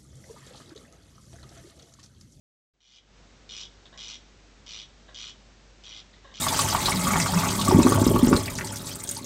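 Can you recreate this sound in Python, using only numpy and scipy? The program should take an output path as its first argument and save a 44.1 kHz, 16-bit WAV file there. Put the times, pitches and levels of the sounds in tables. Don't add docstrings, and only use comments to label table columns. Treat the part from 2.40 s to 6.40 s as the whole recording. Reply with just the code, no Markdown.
import sys
import numpy as np
from scipy import signal
from scipy.fft import rfft, irfft
from scipy.io import wavfile

SR = 44100
rng = np.random.default_rng(int(sys.argv[2]) if len(sys.argv) > 2 else 0)


def waveform_to_disk(signal):
    frames = np.transpose(np.atleast_2d(signal))
    scaled = np.clip(frames, -1, 1) * 32767
    samples = np.round(scaled).astype(np.int16)
    wavfile.write(sys.argv[1], SR, samples)


N = 176400
T = np.arange(N) / SR

# (frequency [Hz], relative density [dB])
AIR_SPECTRUM = [(15, -38), (25, -14), (37, -17.5), (54, -7), (75, -10), (228, -10), (264, -12.5),
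                (500, -15.5), (993, -21), (1580, -21), (2930, -23.5), (3930, -23.5), (6580, -26.5),
                (8000, -32.5), (8830, -55.5), (11500, -84), (19400, -120)]
# (frequency [Hz], level [dB])
HUM_PARTIALS = [(49.4, -52.5), (98.9, -67)]
# (time [s], level [dB], length [s])
KNOCK_EVENTS = [(1.453, -59, 0.038), (1.527, -48.5, 0.056), (2.682, -49.5, 0.059), (3.464, -61, 0.049),
                (3.844, -47.5, 0.061), (3.913, -50, 0.041)]
# (frequency [Hz], bandwidth [Hz], gain [dB])
KNOCK_MODES = [(560, 170, 0), (1090, 48, 4.5), (1645, 87, 3), (1984, 81, -5), (2900, 120, -7),
               (3770, 230, -3)]
# (time [s], level [dB], length [s], frequency [Hz], bandwidth [Hz])
TICK_EVENTS = [(1.453, -47.5, 0.029, 3630, 450), (3.732, -53.5, 0.044, 3780, 593),
               (3.737, -52.5, 0.011, 1950, 90), (3.766, -59.5, .02, 2020, 90)]
# (time [s], length [s], relative level [dB], slowness [ratio], treble tilt [dB/octave])
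RASP_EVENTS = [(0.403, 0.21, -42, 0.87, 0.5), (1.090, 0.17, -39.5, 1.06, 0.6),
               (1.574, 0.18, -39.5, .998, 1), (2.262, 0.17, -40.5, 1.012, 0),
               (2.743, 0.16, -39.5, .99, 0.5), (3.436, 0.17, -43, 1.02, -1.2),
               (3.9384, .165, -42, 1.09, -1)]
# (onset [s], period [s], relative level [dB])
PULSE_GROUP = [(.0008, .0267, 0), (.0071, .0268, -1), (.0158, .0273, 0)]
# (frequency [Hz], bandwidth [Hz], gain [dB])
THROAT_MODES = [(1160, 580, -21.5), (2075, 82, -11.5), (2519, 160, -6.5), (2986, 65, 1), (3282, 102, 0),
                (3703, 285, -3.5), (4525, 365, -6.5), (5068, 260, -8.5), (5020, 114, -4), (5884, 390, -4.5),
                (6034, 466, -10.5), (6400, 140, -15.5), (7220, 140, -14), (7750, 170, -24)]
# (frequency [Hz], bandwidth [Hz], gain [dB])
REFLECTION_DIPS = [(2598, 210, -20.5), (4580, 300, -19), (7430, 220, -8.5)]
# (time [s], gain [dB])
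FADE_IN = [(.333, -70), (.338, -28), (.42, -25), (.5, -21), (.6, -16), (.7, -10.5), (.77, -5.5)]


def from_db(db):
    return 10 ** (np.asarray(db) / 20)


def rms_one(x):
    return x / np.sqrt(np.mean(x ** 2) + 1e-20)


def unit_energy(x):
    return x / np.sqrt(np.sum(x ** 2, axis=-1, keepdims=True) + 1e-20)


def add(out, s, x):
    i = int(s * SR)
    out[i:i + len(x)] += x[:max(len(out) - i, 0)]


def butter(x, hz, kind):
    return signal.sosfilt(signal.butter(2, min(hz, .45 * SR), kind, fs=SR, output="sos"), x)


def resonate(x, modes):
    out = 0
    for k, (hz, width, db) in enumerate(modes):
        r = np.exp(-np.pi * width / SR)
        poles = [1, -2 * r * np.cos(2 * np.pi * hz / SR), r * r]
        ringing = signal.lfilter([1, 0, -1], poles, x + 1e-18)
        out = out + (-1) ** k * from_db(db) * (1 - r * r) / 2 * ringing
    return out


def background():
    hz, db = np.transpose(AIR_SPECTRUM)
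    bin_hz = np.maximum(np.fft.rfftfreq(N, 1 / SR), 1)
    spectrum = from_db(np.interp(np.log(bin_hz), np.log(hz), db))
    air = rms_one(irfft(rfft(rng.normal(size=N)) * spectrum, N))
    waver_db = .6 * np.interp(T, np.linspace(0, T[-1], 40), rng.normal(size=40))
    hum = sum(from_db(level) * np.sqrt(2) * np.sin(2 * np.pi * (f * T + rng.random()))
              for f, level in HUM_PARTIALS)
    return from_db(-51.5) * air + from_db(waver_db) * hum


def scuff(length, modes):
    t = T[:SR // 6]
    contacts = rng.normal(size=len(t)) * (rng.random(len(t)) < 3000 / SR)
    envelope = np.exp(-(t / length) ** 2)
    return unit_energy(resonate(contacts * envelope, modes)) * np.sqrt(length * SR)


def knocks_and_ticks():
    out = np.zeros(N)
    for start, db, length in KNOCK_EVENTS:
        add(out, start, from_db(db) * scuff(length, KNOCK_MODES))
    for start, db, length, hz, width in TICK_EVENTS:
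        add(out, start, from_db(db) * scuff(length, [(hz, width, 0)]))
    return butter(out, 5000, "low")


def grass_and_wall(x):
    t = T[:SR // 2]
    build_up = 1 - np.exp(-t / 0.0064)
    def reflections(t60_s):
        return unit_energy(rng.normal(size=len(t)) * from_db(-60 * t / t60_s) * build_up)
    response = from_db(-2.5) * reflections(t60_s=.12) + from_db(-14.5) * reflections(t60_s=.55)
    return x + butter(signal.fftconvolve(x, response)[:N], 7550, "low")


def reflection_dips(x):
    for hz, width, db in REFLECTION_DIPS:
        x = x - (1 - from_db(db)) * resonate(x, [(hz, width, 0)])
    return x


def puffs(count, rise_s=.001, snap_db=-9):
    age = T[:SR // 30] / rise_s
    bursts = unit_energy(rng.normal(size=(count, len(age))) * age * np.exp(-age))
    bursts[:, int(rise_s * SR)] += from_db(snap_db)
    return bursts


def throat(x, tilt_db):
    lowest_hz = THROAT_MODES[0][0]
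    modes = [(hz, width, db + tilt_db * np.log2(hz / lowest_hz)) for hz, width, db in THROAT_MODES]
    return butter(resonate(x, modes), 660, "high")


def rasp(length, slowness, tilt_db, jitter_s=.00025, spread_db=1.0):
    out = np.zeros(SR // 4)
    for onset, period, db in PULSE_GROUP:
        pulses = unit_energy(reflection_dips(throat(puffs(count=8), tilt_db)))
        for k, pulse in enumerate(pulses):
            start = max((onset + k * period) * slowness + jitter_s * rng.normal(), 0)
            swell_db = -3.5 * np.exp(-start / 0.024)
            sag_db = -5.5 * np.exp(min(start - length, 0) / 0.015)
            gain = from_db(db + swell_db + sag_db + spread_db * rng.normal())
            if start < length:
                add(out, start, gain * pulse)
    return unit_energy(out) * np.sqrt(length * SR)


def corncrake(gain_db=0.88):
    out = np.zeros(N)
    for start, length, db, slowness, tilt_db in RASP_EVENTS:
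        add(out, start, from_db(db + gain_db) * rasp(length, slowness, tilt_db))
    return grass_and_wall(out)


def scene():
    return (corncrake() + knocks_and_ticks() + background())[None]


def record(dry, cutoff_hz=8800):
    faded = dry * from_db(np.interp(T, *np.transpose(FADE_IN)))
    return signal.sosfilt(signal.ellip(10, .2, 80, cutoff_hz, fs=SR, output="sos"), faded)


dry = scene()
out = record(dry)
waveform_to_disk(out)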